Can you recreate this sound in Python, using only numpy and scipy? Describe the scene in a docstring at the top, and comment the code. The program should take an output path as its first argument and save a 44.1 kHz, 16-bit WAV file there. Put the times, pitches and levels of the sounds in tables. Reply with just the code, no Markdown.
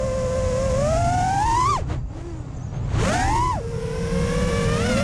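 """Four three-blade propellers whine at slightly different speeds on a racing quadcopter, heard on board.
It cruises, climbs, idles through a flip, punches out and cruises on. Blade loading radiates a harmonic
series on each blade rate, shed turbulence hisses, and rotor imbalance shakes the frame.
Behind them the motors sing faintly at idle, and wind rumbles on the camera's microphone."""
import sys
import numpy as np
from scipy.fft import rfft, irfft, next_fast_len
from scipy.io import wavfile
from scipy.ndimage import uniform_filter1d, minimum_filter1d, map_coordinates

SR = 44100
rng = np.random.default_rng(int(sys.argv[2]) if len(sys.argv) > 2 else 0)


def dump(signal):
    """Clip the signal to [-1, 1] and save it as 16-bit WAV at the path in sys.argv[1]."""
    limited = np.clip(np.atleast_2d(signal).T, -1, 1)
    pcm = np.round(limited * 32767).astype(np.int16)
    wavfile.write(sys.argv[1], SR, pcm)


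N = 221823
BLADES = 3

# Overtones of steady, chopped and buzzing blades: (multiple of the blade rate, relative level [dB])
STEADY_OVERTONES = [(2, -15.5), (3, -27), (4, -30.5), (5, -33), (6, -35), (10, -34)]
CHOPPED_OVERTONES = [(2, -7.5), (3, -4.5), (4, -9), (10, -21.5)]
BUZZ_OVERTONES = [(2, 4), (3, 0), (4, 3.5), (5, 0.5), (7, -6.5), (10, -26)]
# Path from the blades to the microphone: (frequency [Hz], gain [dB])
HOUSING_RESPONSE = [(800, 0.5), (1100, 2.5), (1700, 0.5), (2300, -2), (3100, -4), (4000, -6.5), (5200, 0.5),
                    (7500, -4), (9500, -26), (12000, -26)]
def propellers(phases, levels):
    """Loading noise: steady thrust gives each rotor a tone; cutting turbulence adds overtones and growl."""
    near, twin, buzzy, far = phases
    softening = amp(levels["softening"])
    whine = amp(levels["near"]) * (tone(near, 0.085) + softening * overtones(near, STEADY_OVERTONES, 0.12))
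    whine += amp(levels["twin"]) * (tone(twin, 0.2) + softening * overtones(twin, STEADY_OVERTONES, 0.089))
    whine += amp(levels["buzzy"]) * tone(buzzy, 0.08)
    whine += amp(levels["buzz"]) * overtones(buzzy, BUZZ_OVERTONES, rough=0.1)
    whine += amp(levels["far"]) * tone(far, 0.13)
    chopped = amp(-7) * overtones(twin, CHOPPED_OVERTONES, rough=0.26)
    chopped += amp(-3) * overtones(far, CHOPPED_OVERTONES, rough=0.32)
    growl = amp(-8.5) * unit(sum(shaft_harmonics(phase) for phase in phases))
    return coloured(whine + amp(levels["rasp"]) * (chopped + growl), HOUSING_RESPONSE)


def shaft_harmonics(phase, count=8):
    """Asymmetry: unequal blades repeat only once a turn, adding lines between the blade harmonics."""
    return sum(tone(k * phase / BLADES, 0.35) / np.sqrt(k) for k in range(2, count + 1) if k % BLADES)


def blade_phase(rate, hunt, sway_hz=3.464):
    """Frequency modulation: the flight controller's trimming makes the speed wander about its setting."""
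    speed = rate * (1 + hunt * wobble(42) + 0.00306 * wobble(170)) + sway_hz * wobble(20)
    passes = np.cumsum(speed) / SR + rng.random()
    return (2 * np.pi * (passes % BLADES)).astype(np.float32)  # wraps once a shaft turn


# Throttle of the near, loudest rotor: (time [s], blade rate [Hz])
NEAR_BLADE_RATE = [(0, 527.8), (.33, 519), (.38, 536.5), (.43, 514), (.55, 505.4), (.64, 543.4),
                   (.735, 514.5), (.8, 545), (.9, 630.3), (1.0, 668.4), (1.18, 717), (1.38, 794),
                   (1.46, 909), (1.53, 915), (1.63, 1018), (1.705, 1180), (1.755, 1034), (1.81, 416.5),
                   (1.85, 261.2), (1.93, 320.6), (2.04, 240.4), (2.17, 324.8), (2.29, 347.4), (2.45, 280.2),
                   (2.8, 227.8), (2.9, 262.1), (2.97, 320), (3.15, 697.4), (3.25, 760.6), (3.35, 906.1),
                   (3.45, 1018), (3.51, 1009), (3.55, 836.6), (3.61, 470.3), (3.9, 447.4), (4.42, 492),
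                   (4.65, 461), (4.85, 469.5), (5.03, 572)]
# Steering, as speeds over the near rotor's: (time [s], twin [ratio], buzzy [ratio], far [ratio])
SPEED_RATIOS = [(0, 1.116, 1.12, 1.28), (1.1, 1.085, 1.065, 1.267), (1.7, 1.02, 1.06, 1.075),
                (1.93, 1.19, 1.03, 1.35), (2.05, .89, .9, .93), (2.29, .8, 1, 0.94), (2.39, .8, .96, .97),
                (2.55, 0.97, .93, 0.99), (2.59, 0.88, 0.79, 1.17), (2.65, 0.68, .95, 1.03),
                (2.69, .8, .81, 0.98), (2.76, .74, 1.0, 1.02), (2.87, .73, 1.08, 1.13),
                (3.1, 1.01, 1.04, 1.27), (3.27, 1.09, 1.14, 1.27), (3.45, .97, 1.02, 1.08),
                (3.55, 0.98, 1.18, 1.11), (3.63, 0.92, 1.17, 1.2), (3.8, 1.06, 1.14, 1.044),
                (4.05, 1.12, 1.11, 1.17), (4.45, 1.066, 1.153, 1.19), (4.77, 1.19, 1.32, 1.31),
                (4.86, 1.31, 1.54, 1.5), (4.96, 1.19, 1.28, 1.3), (5.03, 1.01, 1.22, 1.03)]
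def blade_rates():
    """Differential thrust: the craft steers by running its four rotors at different speeds."""
    throttle = curves(NEAR_BLADE_RATE)[0]
    return [uniform_filter1d(throttle * ratio, size=900) for ratio in [1] + curves(SPEED_RATIOS)]


# Roughness of the air the blades take in: (time [s], level [dB])
INFLOW_TURBULENCE = [(0, -1), (.7, 2.5), (1.08, 2), (1.33, 0), (1.62, 3.5), (1.76, 1.5), (1.845, -1.5),
                     (1.95, -2), (2.05, -9.5), (2.2, -3.5), (2.5, -2.5), (2.85, -1), (3.13, 5),
                     (3.46, -1.5), (3.62, -5.5), (3.8, -3.5), (4.25, 2), (4.85, 6), (5.03, 6)]
# Falls through the craft's own downwash: (peak time [s], rise [s], fall [s], strength [ratio])
DOWNWASH_PASSES = [(1.907, 0.021, 0.066, 1.17), (2.19, 0.091, 0.032, .45), (2.745, 0.018, 0.063, 0.63),
                   (3.018, .14, 0.26, 1.09)]
# Change from climbing and tumbling to level flight: (time [s], share [0-1])
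FORWARD_FLIGHT = [(3.0, 0), (3.52, 0.13), (3.85, 0.94)]
# Level law of each sound: (level at full speed [dB], slope with rotor loudness [dB/dB],
# slope with turbulence [dB/dB], gain in downwash [dB], gain in forward flight [dB])
LEVEL_LAWS = {"near": (-22.5, 1.27, 0.57, -2.5, -3), "twin": (-39.5, 0.97, 0.1, 11, 8.5),
              "buzzy": (-37.5, 1.13, 0.68, 8, 1), "far": (-38, 2.05, 0.84, 3, -0.5),
              "buzz": (-60.5, 1, 2.15, 11.5, 13), "wash": (-41.5, 0.1, 0.78, 9.5, 1.5),
              "rasp": (-45, 0.47, 1.37, 12, 6), "hiss": (-42.5, 1, 1.5, 5.5, -2.5),
              "fizz": (-51.5, 1.55, 1, 7.5, 7.5), "shake": (-34.5, 1.15, 0.8, 7, 10),
              "bearings": (-58.5, 0.4, 0.2, -3, -6), "scream": (-40, -0.5, 0.96, 5, -25)}
def source_levels(near_rate, knee_hz=511, steepness=6.27, spool_db=0.36, spool_s=0.058, soften_db=-4.5):
    """Power law: loudness rises steeply with rotor speed and rough air,
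    then levels off as the camera holds it down."""
    throttle = curves(NEAR_BLADE_RATE)[0]
    # The blades bite harder as the rotor speeds up and slacken as it brakes.
    spool = uniform_filter1d(np.gradient(np.log(throttle)) * SR, int(spool_s * SR))  # e-folds a second
    loudness_db = spool_db * spool - 10 * np.log10(1 + (knee_hz / near_rate) ** steepness)
    t = np.arange(N) / SR
    downwash = sum(strength * np.exp(-((t - peak) / np.where(t < peak, rise, fall)) ** 2)
                   for peak, rise, fall, strength in DOWNWASH_PASSES)
    turbulence_db, forward = curves(INFLOW_TURBULENCE)[0], curves(FORWARD_FLIGHT)[0]
    levels = {name: db + by_loudness * loudness_db + by_turbulence * turbulence_db
              + downwash_db * downwash + forward_db * forward
              for name, (db, by_loudness, by_turbulence, downwash_db, forward_db) in LEVEL_LAWS.items()}
    levels["softening"] = soften_db * forward  # on the steady overtones of the near and twin rotors
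    return levels


# Overtones of a blade tip near full speed: (multiple of the blade rate, relative level [dB])
TIP_OVERTONES = [(2, -30), (3, -2), (4, -3), (5, -4), (6, -6), (7, -6), (10, -23)]
def tip_scream(phases, rates, levels, full_hz=1100, steepness=2.24):
    """Pulse steepening: faster tips sharpen their pressure pulses, so the upper harmonics grow."""
    near, twin = ((rate / full_hz) ** steepness * overtones(phase, TIP_OVERTONES, rough=0.21)
                  for rate, phase in zip(rates[:2], phases))
    return amp(levels["scream"]) * coloured(near + amp(-17.5) * twin, HOUSING_RESPONSE)


# Blades biting disturbed air as the craft pulls out of its dive: (time [s], level [dB])
BITE_ENVELOPE = [(2.92, -75), (3.02, -45), (3.12, -34), (3.27, -35), (3.35, -46), (3.5, -60)]
# Overtones of the swinging load: (multiple of the blade rate, relative level [dB])
BITE_OVERTONES = [(2, 1.5), (3, -14), (4, -20)]
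def blade_bite(phases):
    """Unsteady loading: uneven inflow swings the blade load, and all four rotors snarl an octave up."""
    snarl = sum(overtones(phase, BITE_OVERTONES, rough=0.15, count=4) for phase in phases)
    return amp(curves(BITE_ENVELOPE)[0]) * snarl


# Bands of shed turbulence, low to high: (frequency [Hz], relative spectral density [dB])
WASH_SPECTRUM = [(130, -13.5), (250, 8), (800, 1.5), (1300, -7.5), (4000, -65)]
RASP_SPECTRUM = [(600, -53), (1300, 2.5), (2000, 4.5), (4000, -2), (4800, -6.5), (6500, -45)]
HISS_SPECTRUM = [(3500, -20), (4700, -11.5), (5500, -6), (6800, -2), (8700, -11.5), (10500, -58)]
FIZZ_SPECTRUM = [(6500, -28), (8400, -6.5), (9500, -5), (10500, -12), (11800, -23.5), (13500, -26),
                 (15000, -30.5)]
def churned_air(phases, levels, chop=0.22):
    """Amplitude modulation: the noise of shed turbulence pulses as blades pass an arm."""
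    near, _, buzzy, _ = phases
    pulse = unit(np.exp(chop * (np.cos(near) + 0.66 * np.cos(buzzy)) + 0.093 * np.cos(near / BLADES)))
    eddies = amp(0.45 * wobble(70))
    wash = amp(levels["wash"]) * noise(WASH_SPECTRUM)
    rasp = amp(levels["rasp"] - 2.5) * noise(RASP_SPECTRUM)
    hiss = amp(levels["hiss"]) * noise(HISS_SPECTRUM)
    fizz = amp(levels["fizz"]) * noise(FIZZ_SPECTRUM)
    return eddies * (wash + pulse * (rasp + hiss + fizz))


# How the frame gives way to shaking: (frequency [Hz], gain [dB])
FRAME_RESPONSE = [(100, 4.5), (150, 3.5), (220, 0.5), (330, -1.5)]
# Resonance of the arms: (frequency [Hz], bandwidth [Hz], relative level [dB])
ARM_MODES = [(5440, 1140, 0)]
def frame(phases, levels, ring_db=-18):
    """Forced vibration: each unbalanced rotor shakes the frame once a turn, and the arms ring."""
    near, twin, buzzy, far = (tone(phase / BLADES, 0.43) for phase in phases)
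    hum = unit(amp(-1.5) * near + twin + amp(-2) * buzzy + far)
    return amp(levels["shake"]) * (coloured(hum, FRAME_RESPONSE) + amp(ring_db) * ringing(ARM_MODES))


# Thin singing of the motors at idle: (time [s], level [dB])
COGGING_ENVELOPE = [(2.25, -74), (2.37, -55.5), (2.5, -69), (2.58, -58), (2.67, -61), (2.72, -62),
                    (2.87, -64), (3.1, -87)]
# Path from the stators to the microphone: (frequency [Hz], gain [dB])
STATOR_RESPONSE = [(4000, -13), (6500, 2.5), (8000, -11), (10000, -38)]
# Resonances of the motor bells: (frequency [Hz], bandwidth [Hz], relative level [dB])
BELL_MODES = [(2670, 84, -3), (4710, 310, -5), (6050, 160, -7.5), (7220, 370, -5.5)]
def motors(phases, levels, cogs_per_turn=84, flicker_db=3, waver_db=2.2):
    """Cogging and resonance: magnets passing stator teeth sing, and the bearings ring the motor bells."""
    near, twin, buzzy, far = (tone(phase * cogs_per_turn / BLADES, 0.5) for phase in phases)
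    cogging = coloured(buzzy + amp(-6) * (near + twin + far), STATOR_RESPONSE)
    bearings_db = levels["bearings"] + waver_db * wobble(14)
    cogging_db = curves(COGGING_ENVELOPE)[0] + flicker_db * wobble(30)
    return amp(cogging_db) * cogging + amp(bearings_db) * ringing(BELL_MODES)


# Airflow on the microphone: (time [s], buffet level [dB], flutter level [dB])
WIND_ENVELOPES = [(0, -33.5, -31.5), (.7, -26, -30), (1.1, -28, -25), (1.8, -28.5, -29.5),
                  (1.93, -27.5, -26), (2.1, -35.5, -38), (2.45, -37.5, -34.5), (2.75, -33.5, -26.5),
                  (3.15, -21.5, -21.5), (3.45, -25, -25.5), (3.7, -36.5, -30), (4.2, -29, -44),
                  (4.7, -29, -25), (5.03, -29.5, -30)]
# The low buffet and the flutter above it: (frequency [Hz], relative spectral density [dB])
BUFFET_SPECTRUM = [(12, -39), (25, 1.5), (45, 2.5), (80, 2.5), (110, -2), (200, -41), (400, -120)]
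FLUTTER_SPECTRUM = [(60, -31), (95, -0.5), (122, 4), (150, -5), (270, -22), (1000, -89)]
def wind(buffet_db=1.57, flutter_db=-0.37, gust_db=0.93):
    """Turbulent pressure: airflow buffets the microphone port in two bands that gust separately."""
    low_db, high_db = curves(WIND_ENVELOPES)
    buffet = amp(low_db + buffet_db + gust_db * wobble(9)) * noise(BUFFET_SPECTRUM)
    flutter = amp(high_db + flutter_db + gust_db * wobble(7.4)) * noise(FLUTTER_SPECTRUM)
    return buffet + flutter


def tone(phase, rough):
    """Random modulation: turbulence shakes the amplitude and phase of a sine of rms about 1."""
    rough = float(rough)
    return (2 / (1 + rough ** 2)) ** .5 * (1 + rough * wobble(140)) * np.sin(phase + rough * wobble(140))


def overtones(phase, orders, rough, count=10):
    """Harmonic series on the blade rate, from the second harmonic up, rougher with each order."""
    return sum(float(amp(along(orders, k))) * tone(k * phase + 2 * np.pi * rng.random(), rough * np.sqrt(k))
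               for k in range(2, count + 1))


def ringing(modes):
    """Resonance: noise through a sum of squared band-pass responses, at rms 1."""
    def response(hz):
        return sum(amp(db) * (1j * hz * width / (centre ** 2 - hz * hz + 1j * hz * width)) ** 2
                   for centre, width, db in modes)
    return unit(filtered(rng.standard_normal(N), response))


def noise(spectrum):
    """Spectral shaping: coloured noise of rms 1."""
    return unit(coloured(rng.standard_normal(N), spectrum))


def coloured(x, spectrum):
    """Linear filtering by a table of (frequency [Hz], gain [dB])."""
    return filtered(x, lambda hz: amp(along(spectrum, hz)))


def filtered(x, response):
    """Convolution theorem: the spectrum of x times a function of frequency."""
    size = next_fast_len(N + SR // 4, real=True)
    gain = response(np.fft.rfftfreq(size, 1 / SR)).astype(np.complex64)
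    return irfft(rfft(x.astype(np.float32), size) * gain, size)[:N]


def wobble(rate, block=64):
    """Spline interpolation: a smooth curve through `rate` random knots a second."""
    at = np.arange(0, N + 2 * block, block) * rate / SR
    coarse = map_coordinates(rng.standard_normal(int(at[-1]) + 4), [at]).astype(np.float32)
    ramp = np.arange(block, dtype=np.float32) / block
    return (coarse[:-1, None] + np.diff(coarse)[:, None] * ramp).ravel()[:N]


def curves(rows):
    """Linear interpolation: one value per sample for each column after the time."""
    times, *columns = np.transpose(rows)
    return [np.interp(np.arange(N) / SR, times, column) for column in columns]


def along(points, at):
    """Interpolation on a logarithmic axis."""
    positions, values = np.transpose(points)
    return np.interp(np.log(at + 1e-9), np.log(positions), values)


def amp(db):
    """Decibels to amplitude ratio."""
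    return np.exp(np.asarray(db) * (np.log(10) / 20))


def unit(x):
    """Normalisation to rms 1."""
    return x / np.sqrt(np.mean(x ** 2) + 1e-20)


def scene():
    """Superposition: all sources ride on one frame and add at one nearby microphone."""
    rates = blade_rates()
    levels = source_levels(rates[0])
    hunts = (0.01227, 0.011, 0.00496, 0.00413)  # relative speed wander: near, twin, buzzy, far
    phases = [blade_phase(rate, hunt) for rate, hunt in zip(rates, hunts)]
    rotors = propellers(phases, levels) + tip_scream(phases, rates, levels) + blade_bite(phases)
    rotors += churned_air(phases, levels)
    return (rotors + motors(phases, levels) + frame(phases, levels) + wind())[None]


def record(dry, ceiling=0.26, top_hz=15150):
    """Peak and band limiting: the camera holds the peaks down and cuts the highest treble."""
    needed = np.minimum(1, ceiling / (np.abs(dry[0]) + 1e-9))
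    gain = uniform_filter1d(minimum_filter1d(needed, size=500), size=400)
    return filtered(gain * dry[0], lambda hz: hz < top_hz)[None]


dry = scene()
out = record(dry)
dump(out)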